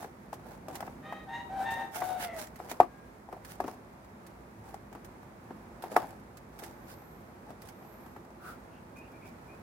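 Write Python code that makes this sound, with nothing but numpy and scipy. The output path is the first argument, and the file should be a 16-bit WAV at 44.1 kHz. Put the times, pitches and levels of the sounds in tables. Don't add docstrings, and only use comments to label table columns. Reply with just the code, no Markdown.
import sys
import numpy as np
from scipy import signal
from scipy.fft import rfft, irfft, next_fast_len
from scipy.io import wavfile
from scipy.ndimage import uniform_filter1d

SR = 44100
rng = np.random.default_rng(int(sys.argv[2]) if len(sys.argv) > 2 else 0)


def unload_wav(signal):
    wavfile.write(
        sys.argv[1],
        SR,
        np.round(np.clip(np.atleast_2d(signal).T, -1, 1) * 32767).astype(np.int16),
    )


N = 424241
TIME = np.arange(N) / SR
TOP_HZ = 16000


def undb(db):
    return 10 ** (np.asarray(db) / 20)


def unit(x):
    return x / np.sqrt(np.mean(x ** 2))


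def pan(db):
    return undb(np.array([[db], [-db]]) / 2)


def gain_at(hz, tone):
    table_hz, db = np.transpose(tone)
    return undb(np.interp(np.log(hz + 1), np.log(table_hz), db))


def colour(x, tone):
    size = next_fast_len(x.shape[-1])
    hz = np.fft.rfftfreq(size, 1 / SR)
    low_cut = np.minimum(hz / tone[0][0], 1) ** 4
    high_cut = np.minimum(tone[-1][0] / (hz + 1), 1) ** 2
    return irfft(rfft(x, size) * gain_at(hz, tone) * low_cut * high_cut, size)[..., :x.shape[-1]]


def noise(tone, size, side_db):
    mid, side = colour(rng.standard_normal((2, size)), tone)
    return unit(mid) + undb(side_db) * unit(side) * np.array([[1], [-1]])


def varied(tone, spread_db):
    hz = np.geomspace(tone[0][0], tone[-1][0], 24)
    db = 20 * np.log10(gain_at(hz, tone)) + spread_db * rng.standard_normal(len(hz))
    return list(zip(hz, db))


def wobble(per_second):
    hold = max(int(SR / per_second), 2)
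    steps = np.repeat(rng.standard_normal(N // hold + 1), hold)
    return unit(uniform_filter1d(steps, hold)[:N])


def fade(t, t60):
    return np.exp(-np.log(1000) * t / t60)


def swell(t, middle, length):
    return np.exp(-2 * np.minimum(((t - middle) / length) ** 2, 20))


def add(out, start, sound):
    i = max(int(start * SR), 0)
    out[:, i:i + sound.shape[1]] += sound[:, :N - i]


def reverb(x, t60, wet_db):
    t = np.arange(SR) / SR
    tail = rng.standard_normal((2, SR)) * fade(t, t60) * (t > .005)
    tail /= np.sqrt(np.sum(tail ** 2, axis=1, keepdims=True))
    return x + undb(wet_db) * signal.fftconvolve(np.atleast_2d(x), tail, axes=1)[:, :N]


# frequency in Hz, relative level in dB.
AIR_TONE = [(28, -40), (48, -0.5), (80, -4), (263, -0.5), (290, -10), (344, -1), (379, -6.5), (887, -10.5),
            (2290, -24), (2990, -33.5), (10100, -39), (12500, -38), (16000, -45)]
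RUMBLE_TONE = [(50, -4), (90, -10), (160, 0), (260, -1.5), (450, -9.5)]
# frequency in Hz, level of the side signal against the middle in dB.
AIR_WIDTH = [(50, -15.5), (250, -13), (800, 0), (2000, 1), (5000, 0.5)]
# time in seconds, level in dB.
RUMBLE_LEVELS = [(0, -67), (.7, -52.5), (2.7, -61), (2.9, -86), (9.6, -71)]
# frequency in Hz, level in dB.
HUM_NOTES = [(55, -66), (103, -67.5), (209, -64.5)]


def room():
    mid, side = colour(rng.standard_normal((2, N)), AIR_TONE)
    side = colour(side, AIR_WIDTH + [(TOP_HZ, 0)])
    air = (mid + side * np.array([[1], [-1]])) / np.std(mid)
    air *= undb(-52.2 + .7 * wobble(5))
    rumble_db = np.interp(TIME, *np.transpose(RUMBLE_LEVELS))
    rumble = undb(rumble_db) * noise(RUMBLE_TONE, N, side_db=-14)
    hum = 0
    for hz, db in HUM_NOTES:
        level = undb(db + 4.6 * wobble(11))
        hum += level * np.sin(2 * np.pi * np.cumsum(hz + 3 * wobble(8.3)) / SR)
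    return (air + rumble + hum) * pan(-1.64)


# middle in seconds, length in seconds, frequency in Hz, relative level in dB.
HISSES = [(6.983, 0.38, 12800, -69), (7.954, 0.29, 12600, -68)]


def high_hiss():
    out = 0
    for middle, length, hz, db in HISSES:
        band = [(hz * .8, -45), (hz * .92, -8), (hz, 0), (hz * 1.06, -8), (hz * 1.2, -45)]
        out += undb(db - 1) * swell(TIME, middle, length) * noise(band, N, side_db=-2)
    return out * pan(-5)


# start in seconds, length in seconds, pitch in Hz, level in dB,
# waver as a share of the pitch.
FAINT_CALLS = [(2.883, 0.22, 1626, -59, 0.0022), (8.71, 0.092, 2750, -66, .08),
               (8.957, 0.067, 2463, -51, 0.019), (9.011, 0.078, 2620, -62, 0.051),
               (9.126, 0.056, 2410, -61, .024), (9.207, 0.087, 2386, -57.5, 0.047),
               (9.48, 0.066, 2436, -57, .018)]


def faint_calls():
    out, waver = np.zeros((2, N)), wobble(400)
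    for start, length, pitch, db, unsteady in FAINT_CALLS:
        progress = np.linspace(0, 1, int(length * SR))
        hz = pitch * (1 + unsteady * waver[int(start * SR):][:len(progress)])
        arch = 2 * np.sqrt(progress * (1 - progress))
        add(out, start, undb(db) * arch[None] * np.sin(2 * np.pi * np.cumsum(hz) / SR))
    return reverb(out, t60=.3, wet_db=-4)


def crow_voice(syllables, throat, jitter, rough_db, rasp_db):
    scoop_share, scoop_s = .0499, .0352
    hold_s, sag_hz_per_s = .21, 500
    rise_db, fade_db = 12, 11.5
    dulling = .15
    out = np.zeros(N)
    waver = 1 + jitter * wobble(130) + .007 * wobble(22)
    flutter = undb(rough_db * wobble(70))
    harmonic = np.arange(1, 11)[:, None]
    hoarse = undb(rasp_db) * harmonic
    for start, length, rise, pitch, db in syllables:
        on = (TIME > start) & (TIME < start + length)
        t = TIME[on] - start
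        scoop = 1 - scoop_share * np.exp(-t / scoop_s)
        sag_hz = sag_hz_per_s * np.maximum(t - hold_s, 0)
        hz = (pitch * scoop - sag_hz) * waver[on]
        phase = harmonic * 2 * np.pi * np.cumsum(hz) / SR
        rasp = unit(uniform_filter1d(rng.standard_normal(phase.shape), size=130))
        partials = (np.sin(phase) + hoarse * rasp * np.cos(phase)) / np.sqrt(1 + hoarse ** 2)
        rising, falling = t / rise, (t - rise) / (length - rise)
        effort_db = -np.where(t < rise, rise_db * (1 - rising), fade_db * falling ** 2)
        brightness = undb(dulling * effort_db * np.log2(harmonic))
        voice = np.sum(gain_at(harmonic * hz, throat) * brightness * partials, axis=0)
        edges = np.clip(np.minimum(t, length - t) / .02, 0, 1)
        out[on] += np.sqrt(2) * voice * edges * flutter[on] * undb(db + effort_db)
    return out


# start in seconds, length in seconds,
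# rise time in seconds, pitch in Hz, relative level in dB.
HIGH_SYLLABLES = [(1.02, 0.24, 0.035, 628, -52), (1.275, .19, 0.075, 945, -44.5),
                  (1.615, 0.26, 0.071, 918.3, -43)]
LOW_SYLLABLES = [(1.03, 0.21, 0.019, 790, -51.5), (1.255, 0.23, 0.021, 793, -45.5),
                 (1.485, 0.26, 0.11, 788, -32.5), (1.755, .15, 0.019, 787, -40),
                 (1.955, .5, 0.068, 744.2, -36)]
# frequency in Hz, boost or cut in dB.
HIGH_THROAT = [(600, -6), (920, 2), (1250, -0.5), (1850, 2), (2750, -13), (3200, -13.5), (3750, -10.5),
               (4600, -47), (6600, -27), (8000, -48), (10000, -59)]
LOW_THROAT = [(600, -2.5), (800, -1), (1350, -18), (1600, -19), (1850, -16), (1980, -7.5), (2100, -15),
              (2240, -34), (2480, -21), (3100, -34.5), (3700, -28), (5000, -62)]


def rooster():
    high = crow_voice(HIGH_SYLLABLES, HIGH_THROAT, jitter=.005, rough_db=1.8, rasp_db=-13.5)
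    low = crow_voice(LOW_SYLLABLES, LOW_THROAT, jitter=.007, rough_db=2.1, rasp_db=-8.5)
    return reverb(high + low, t60=.4, wet_db=-3.5) * pan(1.8)


# frequency in Hz, relative level in dB.
CLAW_TONE = [(1470, 7), (2500, -0.5), (3440, -4), (4310, -3.5), (5350, -2.5), (7250, -4), (11100, -3),
             (16000, -5)]
DRAG_TONE = [(120, -16), (350, -3), (600, -1), (820, 11), (1150, -12.5), (1900, -21.5), (4000, -34.5)]
DRAG_PEAK_HZ = 820


def slide(t, hiss_db, drag_db, peak_hz=DRAG_PEAK_HZ):
    drag_tone = [(hz * peak_hz / DRAG_PEAK_HZ, db) for hz, db in DRAG_TONE]
    hiss = undb(hiss_db) * noise(varied(CLAW_TONE, spread_db=2), len(t), side_db=1.5)
    drag = undb(drag_db) * noise(varied(drag_tone, spread_db=4), len(t), side_db=-5)
    return hiss * pan(-5) + drag * pan(.98)


def swish():
    brush = slide(TIME, hiss_db=-58.5, drag_db=-47.5, peak_hz=1360)
    return swell(TIME, middle=8.485, length=.078) * brush


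# middle in seconds, length in seconds, hiss in dB, drag in dB.
SCUFFS = [(0.014, 0.085, -55.5, -46.5), (0.508, 0.096, -64, -54.5), (0.702, 0.039, -65.5, -46.5),
          (0.753, 0.044, -55.5, -45), (0.829, 0.15, -65, -52), (1.622, .06, -58, -44.5),
          (1.732, 0.032, -53, -50), (1.791, .12, -63, -46.5), (1.972, 0.049, -44.5, -42.5),
          (2.07, 0.14, -53.5, -46.5), (2.228, 0.05, -41.5, -45), (2.408, 0.07, -47, -48),
          (2.685, 0.18, -62.5, -51.5), (2.712, 0.025, -46.5, -55), (3.334, 0.073, -74.5, -53.5),
          (3.513, 0.061, -55.5, -67), (3.695, 0.092, -62.5, -54.5), (4.688, 0.088, -67.5, -55),
          (5.852, 0.04, -61.5, -45), (5.934, .05, -58, -48), (5.99, .08, -58.5, -41.5),
          (6.073, 0.11, -64, -54), (6.641, 0.094, -59, -54), (6.91, 0.052, -57, -61),
          (7.49, 0.076, -72, -54), (7.667, 0.069, -64, -59), (8.979, 0.023, -63, -61),
          (9.279, 0.039, -64, -60)]


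def scuffs():
    out = undb(-79 + 1.5 * wobble(9)) * noise(CLAW_TONE, N, side_db=0) * pan(-7)
    for middle, length, hiss_db, drag_db in SCUFFS:
        t = np.arange(max(middle - 1.5 * length, 0), middle + 1.5 * length, 1 / SR)
        add(out, t[0], swell(t, middle, length) * slide(t, hiss_db, drag_db))
    catches = undb(2 * wobble(160) + 3.5 * wobble(2000))
    return out * unit(catches)


def burst(tone, t, t60, tail_db, tail_t60, side_db):
    attack = 1 - np.exp(-t / .00096)
    decay = fade(t, t60) + undb(tail_db) * fade(t, tail_t60)
    return attack * decay * noise(varied(tone, spread_db=1.5), len(t), side_db)


# start in seconds, relative level in dB.
CLAW_TICKS = [(0.338, -40), (0.7533, -30.5), (1.707, -36), (1.944, -37), (2.0637, -40), (2.226, -33),
              (2.364, -44), (2.558, -40.5), (3.4475, -36.5), (4.265, -42), (5.0456, -41), (5.8218, -36.5),
              (6.3697, -40.5), (6.589, -35.5), (6.6358, -33), (7.6183, -39.5), (7.686, -39)]


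def ticks():
    out, t = np.zeros((2, N)), np.arange(SR // 4) / SR
    faint = [(rng.uniform(0, N / SR), rng.uniform(-59.5, -53.5)) for _ in range(10)]
    for start, db in CLAW_TICKS + faint:
        click = burst(CLAW_TONE, t, t60=.06, tail_db=-11, tail_t60=.093, side_db=-.5)
        add(out, start, undb(db - 12) * click)
    return out * pan(-4)


# frequency in Hz, relative level in dB,
# seconds to fade by 60 dB.
TRAY_NOTES = [(345, -25, .08), (549, -25, .05), (730, 0, .05), (797, -4, .04), (877, -10, .05),
              (1050, -29, .075), (1135, -20, .07), (1230, -21, .06), (1405, -37, .06), (1717, -43, .07)]


def tray_ring(t, blow_db, hardness):
    hz, note_db, t60 = np.transpose(TRAY_NOTES)[:, :, None]
    lightness = np.clip((-10.5 - blow_db) / 20, 0, 1)
    level_shift, pitch_shift = lightness * rng.standard_normal((2, len(TRAY_NOTES), 1))
    level = undb(note_db * (1 - .5 * hardness) + 4.4 * level_shift)
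    notes = np.sin(2 * np.pi * hz * (1 + .05 * pitch_shift) * t)
    ring = np.sum(level * fade(t, t60 * (1 - .45 * lightness)) * notes, axis=0)
    ring *= 1 - np.exp(-(t / .00097) ** 2)
    return undb(blow_db - 1.16) * ring / np.abs(ring).max()


# frequency in Hz, relative level in dB.
CLACK_TONE = [(600, -16), (1250, 1.5), (2000, -2), (3000, -21), (5000, -38)]
THUMP_TONE = [(90, -44), (190, -10.5), (300, -1), (450, -5.5), (700, -8.5)]
# start in seconds, relative level in dB, hardness from 0 to 1,
# then the relative levels of the claw tick and of the thump in dB.
TRAY_BLOWS = [(0.045, -31.5, 0.86, -57, -46), (0.329, -29.5, 1, -47.5, -48), (0.683, -31, .2, -48.5, -42),
              (0.805, -29.5, 1, -44.5, -50), (0.826, -26.5, 0.92, -64, -55), (0.877, -31, 1, -63, -63),
              (1.124, -26.5, .9, -53, -43.5), (2.019, -20.5, 0.9, -56, -65), (2.6, -29, .5, -63, -55),
              (2.714, -26.5, 0.9, -42, -42), (2.801, -1, .1, -38, -30), (2.83, -31, 1, -55, -42),
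              (3.288, -35.5, 0, -72, -57), (3.326, -28.5, 0.47, -58, -42), (3.366, -36.5, .1, -65, -62),
              (3.602, -17.5, 0.48, -46, -38.5), (3.64, -36, 1, -55, -36), (3.679, -27.5, .7, -49.5, -36.5),
              (4.742, -30.5, .6, -51, -55), (4.927, -39, .7, -55, -52), (4.95, -36.5, 1, -58, -44.5),
              (5.507, -35, 0.95, -70, -46), (5.838, -25.5, .1, -50, -45), (5.917, -33.5, 0.6, -50, -41),
              (5.964, -6.5, 0.73, -32.5, -31.5), (6.043, -32, .6, -69, -44), (6.621, -36, 0.8, -72, -48),
              (7.504, -39.5, 1, -56.5, -45.5), (8.062, -41, 1, -60, -57), (8.163, -37, 1, -61.5, -51)]


def knocks():
    out, t = np.zeros((2, N)), np.arange(SR // 4) / SR
    steps = [(rng.uniform(0, N / SR), -44, rng.random(), -66, -58) for _ in range(9)]
    for start, db, hardness, tick_db, thump_db in TRAY_BLOWS + steps:
        ring = tray_ring(t, db, hardness)
        clack = burst(CLACK_TONE, t, t60=.033, tail_db=-21, tail_t60=.08, side_db=2.5)
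        clack *= undb(db - 26.5 + 10.5 * hardness)
        thump = burst(THUMP_TONE, t, t60=.076, tail_db=-16, tail_t60=.34, side_db=-25)
        thump *= undb(thump_db + 2.5)
        tick = burst(CLAW_TONE, t, t60=.018, tail_db=-9.5, tail_t60=.095, side_db=.5)
        tick *= undb(tick_db + 1.5)
        add(out, start, (ring + thump) * pan(3) + clack * pan(.36) + tick * pan(-4.5))
        add(out, start - .003, hardness * undb(-5) * clack)
    return reverb(out, t60=.18, wet_db=-17)


def scene():
    return knocks() + ticks() + scuffs() + swish() + rooster() + faint_calls() + high_hiss() + room()


def record(dry):
    bass_cut = signal.butter(10, 47, "high", fs=SR, output="sos")
    treble_cut = signal.ellip(10, .1, 80, TOP_HZ, fs=SR, output="sos")
    return signal.sosfilt(treble_cut, signal.sosfilt(bass_cut, dry))


dry = scene()
out = record(dry)
unload_wav(out)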